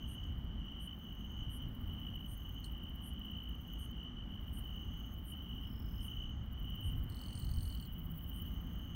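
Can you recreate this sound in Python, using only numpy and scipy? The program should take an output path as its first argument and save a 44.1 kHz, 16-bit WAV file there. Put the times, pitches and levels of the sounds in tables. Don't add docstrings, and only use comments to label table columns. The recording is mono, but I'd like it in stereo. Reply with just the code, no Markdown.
import sys
import numpy as np
from scipy import signal
from scipy.fft import rfft, irfft, next_fast_len
from scipy.io import wavfile

SR = 44100
rng = np.random.default_rng(int(sys.argv[2]) if len(sys.argv) > 2 else 0)


def bounce(signal):
    frames = np.transpose(np.atleast_2d(signal))
    limited = np.clip(frames, -1, 1)
    pcm = np.round(limited * 32767).astype(np.int16)
    wavfile.write(sys.argv[1], SR, pcm)


N = 394694
TIME = np.arange(N) / SR


def from_db(db):
    return 10 ** (np.asarray(db) / 20)


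def rms_one(x):
    return x / np.sqrt(np.mean(x ** 2) + 1e-20)


def in_time(rows):
    times, *columns = np.transpose(rows)
    return [np.interp(TIME, times, column) for column in columns]


def coloured(x, points):
    size = next_fast_len(N)
    hz, db = np.transpose(points)
    bin_hz = np.maximum(np.fft.rfftfreq(size, 1 / SR), 1)
    gain = from_db(np.interp(np.log(bin_hz), np.log(hz), db))
    return irfft(rfft(x, size) * gain, size)[..., :N]


def band(x, low_hz, high_hz, order=2):
    return signal.sosfilt(signal.butter(order, [low_hz, high_hz], "band", fs=SR, output="sos"), x)


def drift(corner_hz):
    r = np.exp(-80 * np.pi * corner_hz / SR)
    slow = signal.lfilter([1], [1, -2 * r, r * r], rng.standard_normal(N // 40 + 2002))[2000:]
    return np.interp(np.arange(N) / 40, np.arange(len(slow)), rms_one(slow))


def resonance(x, hz, width_hz):
    r = np.exp(-np.pi * width_hz / SR)
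    poles = [1, -2 * r * np.cos(2 * np.pi * hz / SR), r * r]
    return signal.lfilter([(1 - r * r) / 2, 0, (r * r - 1) / 2], poles, x + 1e-18)


def double_resonance(x, hz, width_hz):
    return resonance(resonance(x, hz, width_hz), hz, width_hz)


def struck(at, level_db, hz, width_hz):
    clicks, at = np.zeros(N + 1), np.clip(at, 0, N - 1)
    np.add.at(clicks, at.astype(int), from_db(level_db) * (1 - at % 1))
    np.add.at(clicks, at.astype(int) + 1, from_db(level_db) * (at % 1))
    return double_resonance(clicks[:N], hz, 1.27 * width_hz)


def placed(x, side_db, lag, echo_db, echo_t60):
    t = TIME[:SR // 4]
    scatter = rng.standard_normal((2, len(t))) * from_db(-60 * t / echo_t60) * (t > .002)
    scatter /= np.sqrt(np.sum(scatter ** 2, axis=1, keepdims=True))
    left = x * from_db(side_db / 2)
    right = np.interp(np.arange(N) + lag, np.arange(N), x) * from_db(-side_db / 2)
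    return np.array([left, right]) + from_db(echo_db) * signal.fftconvolve(x[None], scatter)[:, :N]


def traffic(level_db=-45, right_lag=15):
    # f/Hz, relative density/dB
    spectrum = [(20, -18.5), (55, 1.5), (110, -12.5), (180, -11.5), (240, -12), (330, -23.5), (500, -33.5),
                (850, -30), (1000, -30.5), (1200, -26), (2000, -36.5), (2600, -48), (3600, -51.5),
                (5000, -57), (7200, -63), (10500, -73.5), (16000, -53.5)]
    # f/Hz, shared fraction of power
    likeness = [(30, 1), (250, 1), (500, 0.8), (1500, 0.64), (3000, 0.47), (8000, 0.0085)]
    shared, left, right = rng.standard_normal((3, N + right_lag))
    alike = [(hz, 10 * np.log10(np.clip(share, .01, .99))) for hz, share in likeness]
    apart = [(hz, 10 * np.log10(1 - np.clip(share, .01, .99))) for hz, share in likeness]
    coherent = coloured(np.array([shared[right_lag:], shared[:N]]), alike)
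    diffuse = coloured(np.array([left[:N], right[:N]]), apart)
    rumble = rms_one(coloured(coherent + diffuse, spectrum))
    return from_db(level_db + 0.59 * drift(1.0)) * rumble * from_db([[.9], [-.9]])


def wind(lumps_db=2.4):
    # t/s, relative level/dB, leftward bias
    gusts = [(0.0, -42.5, 3.5), (0.23, -36, 4.5), (0.54, -46, -7), (1.29, -53, 6.5), (1.46, -39, 4.5),
             (2.2, -46, 0), (2.93, -48.5, -8), (4.4, -48, -8), (5.0, -43, -4), (5.43, -51.5, -8),
             (5.78, -40.5, -3), (6.04, -45, 1), (6.24, -38.5, 2), (6.77, -41.5, 4), (6.99, -34, 6.5),
             (7.19, -43.5, 6.5), (7.54, -37.5, 9), (7.86, -42, 3), (8.94, -46, 4)]
    db, bias = in_time(gusts)
    shared, left, right = band(rng.standard_normal((3, N)), 26, 105, order=3)
    ports = np.array([shared + 0.21 * from_db(2.74 * bias) * left, shared + 0.1 * right])
    level_db = db - 5.0 + lumps_db * drift(14.0) + 0.086 * np.array([bias, -bias])
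    return from_db(level_db) * ports / np.std(shared)


def trill(hz, per_s, glide, waver_db, unsteady, overtones_db=(), duty=.8, scatter_turns=0):
    slip_hz, sway_db = 26, 1.2
    strokes = rng.random() + np.cumsum(per_s * (1 + unsteady * drift(4))) / SR
    progress = np.clip(strokes % 1 / duty, 0, 1)
    wing_hz = hz * (1 + glide * (.5 - progress) + .4 * unsteady * drift(15.19))
    slip = np.cumsum(slip_hz * drift(3)) / SR + scatter_turns * rng.standard_normal(N)
    stroke_start = np.searchsorted(strokes, np.floor(strokes)).clip(0, N - 1)
    phase = 2 * np.pi * (np.cumsum(wing_hz) / SR + slip[stroke_start])
    tone = np.sin(phase) + sum(from_db(db) * np.sin(k * phase) for k, db in enumerate(overtones_db, 2))
    envelope = np.sin(np.pi * progress) ** 1.07
    return envelope * tone * from_db(waver_db * drift(11.6) + sway_db * drift(2.4))


def phrasing(phrases, between_db, attack_s=0.14, release_s=0.05):
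    power = from_db(2 * between_db)
    for start, length, db in phrases:
        rise = np.clip((TIME - start) / attack_s + 0.6, 0, 1)
        fall = np.clip((start + length - TIME) / release_s + .5, 0, 1)
        power = power + (from_db(db) * rise * fall) ** 2
    return np.sqrt(power)


def tree_crickets(lead_hz=2989):
    # f/Hz, stroke rate/Hz, relative level/dB, left-right/dB, left lag/samples
    singers = [(3016, 56.8, -8.5, 6.5, 13), (2942, 57.4, -9, -2, 13), (3016, 56.2, -8, 7, -15),
               (2942, 58, -9.5, -0.5, 1.5), (3196, 59, -15.5, 3, 9)]
    # t/s, duration/s, level/dB
    chorus_phrases = [(-.05, 0.4, -57.5), (0.503, 0.36, -59.5), (0.692, 0.25, -57), (1.02, 0.26, -60),
                      (1.344, 0.32, -56), (1.86, 0.32, -57.5), (2.42, 0.21, -57), (2.96, 0.35, -59.5),
                      (3.62, 0.25, -56.5), (3.92, 0.42, -62), (4.275, 0.23, -57.5), (4.85, 0.23, -56),
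                      (5.333, 0.37, -58), (5.998, 0.28, -57), (6.56, 0.36, -57.5), (7.17, 0.29, -62.5),
                      (7.694, 0.32, -59.5), (8.27, 0.23, -58), (8.718, 0.43, -61)]
    # t/s, duration/s, level/dB
    lead_phrases = [(-.05, 0.33, -58), (0.597, 0.35, -55.5), (1.08, 0.37, -64), (1.928, 0.34, -55.5),
                    (2.626, 0.3, -55.5), (3.223, 0.35, -55), (3.915, 0.32, -56.5), (4.59, 0.28, -55.5),
                    (5.294, 0.39, -57), (5.991, 0.344, -54.5), (6.638, 0.33, -55), (7.198, 0.22, -63.5),
                    (7.757, 0.25, -63), (8.33, 0.29, -61)]
    chorus = 0
    for hz, per_s, db, side_db, lag in singers:
        song = trill(hz, per_s, glide=.08, waver_db=1.44, unsteady=.007, overtones_db=(-30, -38))
        chorus += placed(from_db(db) * song, side_db, lag, echo_db=-3.0, echo_t60=0.086)
    chorus = phrasing(chorus_phrases, between_db=-62) * chorus / np.std(chorus.mean(axis=0))
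    starts = np.array(lead_phrases)[:, 0]
    since_s = np.minimum(TIME - starts[np.searchsorted(starts, TIME) - 1], .4)
    per_s = 60 - 14 * since_s
    lead = trill(lead_hz, per_s, glide=.11, waver_db=0.6, unsteady=.003, overtones_db=(-32, -38))
    lead = phrasing(lead_phrases, between_db=-79) * rms_one(lead)
    lead = placed(lead, side_db=0, lag=1.16, echo_db=-7.0, echo_t60=0.1)
    far = rms_one(double_resonance(rng.standard_normal((2, N)), 3070, 380))
    return lead + chorus + from_db(-72) * far


def small_cricket(final_hz=6390, final_per_s=129):
    # start t/s, end t/s, level/dB
    swells = [(-.3, 0.313, -81), (.9, 1.447, -80), (2.15, 2.683, -80), (3.417, 3.931, -80.5),
              (4.623, 5.167, -79), (5.843, 6.45, -79), (7.103, 7.703, -76.5), (8.34, 9.011, -80)]
    ends = np.array(swells)[:, 1]
    next_end = ends[np.searchsorted(ends, TIME).clip(0, len(ends) - 1)]
    remaining_s = np.clip(next_end - TIME, 0, .6)
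    song = trill(final_hz - 350 * remaining_s, final_per_s + 45 * remaining_s,
                 glide=0.11, waver_db=1.5, unsteady=.008, duty=0.62, scatter_turns=.17)
    song = placed(song, side_db=6.6, lag=-8.5, echo_db=0.5, echo_t60=.12)
    envelope = sum(from_db(db) * np.clip((TIME - start) / 0.3, 0, 1) ** 0.59
                   * np.clip((end - TIME) / 0.036, 0, 1) for start, end, db in swells)
    return envelope * song / np.std(song.mean(axis=0))


def bout_strokes(first, last, strokes, head_start, contour_db):
    lead_in_s, lead_in_loss_db, end_loss_db, settle_strokes = .068, 5.5, 6, 6
    k = np.arange(round(strokes))
    ahead = head_start * (1 - np.exp(-k / settle_strokes))
    times = first + (last - first + ahead[-1]) * k / k[-1] - ahead
    db = np.interp(k / k[-1], [0, .5, 1], contour_db) - end_loss_db * np.exp((k - k[-1]) / 2)
    early = np.arange(3, 0, -1)
    times = np.r_[first - lead_in_s * early, times]
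    db = np.r_[contour_db[0] - lead_in_loss_db * early, db]
    return times[times > .02], db[times > .02]


def rasp_bout(times, db, side_db, distance, teeth=20, tooth_s=.0012, reopen_s=.03):
    times = np.r_[times, times + reopen_s]
    db = np.r_[db, db - 13 * (1 - .5 * distance)]
    jitter, spread = rng.normal(size=(len(times), 2, teeth + 1)).transpose(1, 0, 2)
    times, db = times + .0015 * jitter[:, -1], db + 1.8 * spread[:, -1]
    tooth = np.arange(teeth) - (teeth - 5)
    at = (times[:, None] + tooth_s * tooth + .001 + .0006 * jitter[:, :-1]) * SR
    swell_db = np.where(tooth < 0, 1.6 * tooth, -2 * tooth)
    level_db = db[:, None] + 26.0 + swell_db + 2.5 * spread[:, :-1]
    # f/Hz, nominal width/Hz, level/dB, gain per tooth/dB
    modes = [(16160, 1400, 1.5, -1), (14300, 3260, -1.5, 1.1), (13300, 2480, 1, 1.34),
             (11360, 400, -17, 2.5), (9650, 1000, -41.5, 9)]
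    wing = 0
    for k, (hz, width, mode_db, gain_db) in enumerate(modes):
        thinning_db = 7 * distance * (k > 1)
        wing += (-1) ** k * struck(at, level_db + mode_db + gain_db * tooth - thinning_db, hz, width)
    return placed(wing, side_db, lag=-.85 * side_db, echo_db=-2.5 + 6.3 * distance, echo_t60=0.032)


def bush_cricket_rasps():
    # first stroke t/s, last stroke t/s, strokes, head start of the quick opening/s
    bouts = [(.03, .439, 8, 0), (.659, 2.061, 24, .045), (.933, 2.645, 30, .06), (2.155, 4.033, 33, .045),
             (4.474, 6.165, 29, .05), (5.137, 6.434, 21, .075), (6.598, 8.539, 34, .065),
             (7.395, 8.934, 27, .015), (8.615, 8.909, 6, .04)]
    # start, middle and end relative level/dB, left-right/dB, distance (0-1)
    bout_sounds = [(-69, -70, -65, 22, 0), (-68.5, -65.5, -56, 13.5, 0.07), (-62, -72, -59, -0.5, 0.8),
                   (-64.5, -64.5, -64.5, 24.5, 0), (-59.5, -62.5, -53, -1.5, 0.98),
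                   (-62, -69, -68, 22.5, 0.25), (-59.5, -60.5, -52.5, 22, 0.3), (-58, -60, -67, -3.5, 1),
                   (-63, -61, -63, 19, 0.17)]
    # t/s, level/dB
    haze = [(0.0, -72), (0.56, -82), (0.83, -78), (2.4, -70), (2.9, -77), (3.82, -72), (4.13, -88),
            (4.3, -76), (4.56, -68.5), (5.5, -74), (6.06, -65), (6.38, -86), (6.84, -68), (7.88, -86),
            (8.47, -64), (8.65, -75), (8.94, -71)]
    # f/Hz, relative density/dB
    spectrum = [(8000, -27), (10500, -21), (12000, -7), (14000, -7), (16000, -7)]
    near = sum(rasp_bout(*bout_strokes(*bout, contour_db), side_db, distance)
               for bout, (*contour_db, side_db, distance) in zip(bouts, bout_sounds))
    slow_beat, fast_beat = [np.cos(2 * np.pi * np.cumsum(per_s + 0.5 * drift(1.6)) / SR)
                            for per_s in (16.4, 33.2)]
    throb_db = in_time(haze)[0] + 2 * slow_beat + 3.5 * fast_beat + 3 * drift(30)
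    hiss = rms_one(coloured(rng.standard_normal((2, N)), spectrum))
    return near + from_db(throb_db + [[2.5], [-2.5]]) * hiss


def bush_cricket_buzzes(teeth=30, teeth_hz=340):
    # t/s, duration/s, relative level/dB
    buzzes = [(0.073, 0.077, -64), (0.797, 0.076, -66.5), (1.502, 0.077, -64.5), (2.274, 0.075, -64),
              (3.026, 0.074, -64), (3.784, 0.076, -65), (4.527, 0.073, -63.5), (5.258, 0.067, -62),
              (6.008, 0.073, -64), (6.827, 0.076, -63.5), (7.601, 0.079, -65), (8.329, 0.068, -65.5)]
    # f/Hz, nominal width/Hz, level/dB, gain over a buzz/dB
    modes = [(9060, 360, 2, -32), (9460, 410, 5.5, -12), (9730, 400, 2.5, 12), (10680, 200, 6, -7),
             (11490, 430, 6.5, -3.5)]
    start, length, db = np.array(buzzes).T[:, :, None]
    chance = rng.normal(size=(len(buzzes), teeth + 1))
    t = np.arange(teeth) / (teeth_hz * (1 + 0.0025 * chance[:, :1]))
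    t = t * (1 - .035 * t)
    swell_db = -24 * np.exp(-t / .018) - 1500 * np.clip(t - length + .006, 0, 1)
    level_db = db + 35.0 + swell_db + 0.59 * chance[:, 1:]
    wing = sum(struck((start + t) * SR, level_db + mode_db + gain_db * (t / length - .5), hz, width)
               for hz, width, mode_db, gain_db in modes)
    return placed(wing, side_db=9, lag=-15, echo_db=-6, echo_t60=.08)


def grass_ticks():
    # t/s, impulse level/dB, f/Hz, nominal width/Hz
    ticks = [(.239, -37, 5900, 2200), (4.785, -40, 11500, 1300), (5.465, -45, 9600, 900)]
    clicks = sum(struck(np.array([start * SR]), db, hz, width) for start, db, hz, width in ticks)
    return placed(clicks, side_db=5, lag=-10, echo_db=-3, echo_t60=.05)


def chirps(far_above_hz, drag_s=.014, flat_share=.032):
    # first chirp t/s, last chirp t/s, chirps, level/dB, wing f/Hz
    calls = [(2.644, 2.644, 1, -52, 4350), (5.628, 6.031, 19, -57, 5210), (7.1, 7.853, 33, -55.5, 4415)]
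    rows = []
    for first, last, number, db, hz in calls:
        k = np.arange(round(number))
        warming = (len(k) > 1) * np.exp(-k / 2.5)
        tiring = (len(k) > 1) * np.exp((k - k[-1]) / 3)
        times = first + (last - first - drag_s) * k / max(k[-1], 1) + drag_s * tiring
        if hz > far_above_hz:
            rows += zip(times, db - 12 * warming, np.full(len(k), hz))
        else:
            overshoot = .6 * np.exp(-((k - 5) / 2.5) ** 2)
            pitch_hz = hz * (1 - flat_share * (warming - overshoot))
            rows += zip(times, db - 6 * warming - 4 * tiring, pitch_hz)
    return rows


def ground_crickets(length_s=0.0064, glide=0.06, far_above_hz=4800):
    tone, octave, contact, far = np.zeros((4, N))
    t = np.arange(-length_s / 2, length_s / 2, 1 / SR)
    shape = np.cos(np.pi * t / length_s) ** 1.5
    rows = chirps(far_above_hz)
    for (centre, db, hz), (bright, pitch, strength) in zip(rows, rng.normal(size=(len(rows), 3))):
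        is_far = hz > far_above_hz
        wander = 1 + (.011 if is_far else .009) * pitch
        phase = 2 * np.pi * hz * wander * (t - glide * t ** 2 / length_s)
        stroke = from_db(db + strength) * shape
        start = int((centre + t[0]) * SR)
        at = slice(start, start + len(t))
        if is_far:
            far[at] += stroke * (np.sin(phase) + .6 * rng.standard_normal(len(t)) * shape ** 4)
        else:
            second_wing = .45 * np.sin((1 + .045 * bright) * phase + 2 * strength)
            tone[at] += stroke * (np.sin(phase) + second_wing)
            octave[at] += stroke * from_db(-14.5 + 3.5 * bright) * np.sin(2 * phase)
            contact[at] += stroke
    friction = band(contact * rng.standard_normal(N), 3800, 10300)
    scrape = (.45 * friction + 1.6 * resonance(friction, 4250, 1200)
              + 1.4 * resonance(friction, 9500, 1100) + 1.4 * resonance(friction, 8250, 500))
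    octave = .5 * octave + from_db(3) * resonance(octave, 8720, 220)
    tone = placed(tone, side_db=12, lag=-22, echo_db=-8, echo_t60=.09)
    far = band(far, 4400, 7400)
    far = resonance(far, 5230, 900) + .4 * far
    far = from_db(-9) * placed(far, side_db=7, lag=-10, echo_db=-1, echo_t60=.13)
    treble = placed(octave + from_db(-11) * scrape, side_db=26.2, lag=-15, echo_db=10, echo_t60=0.14)
    return tone + far + treble


def hum(hz=163.3, width_hz=17):
    # t/s, level/dB
    rise = [(0, -82), (7.75, -62.5), (7.95, -49.5), (8.95, -56)]
    return from_db(in_time(rise)[0]) * rms_one(double_resonance(rng.standard_normal(N), hz, width_hz))


def scene():
    insects = tree_crickets() + small_cricket() + bush_cricket_rasps() + bush_cricket_buzzes()
    return insects + ground_crickets() + traffic() + hum() + wind() + grass_ticks()


def record(dry):
    cutoff_hz = 15750
    return signal.sosfilt(signal.ellip(12, .5, 70, cutoff_hz, fs=SR, output="sos"), dry)


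dry = scene()
out = record(dry)
bounce(out)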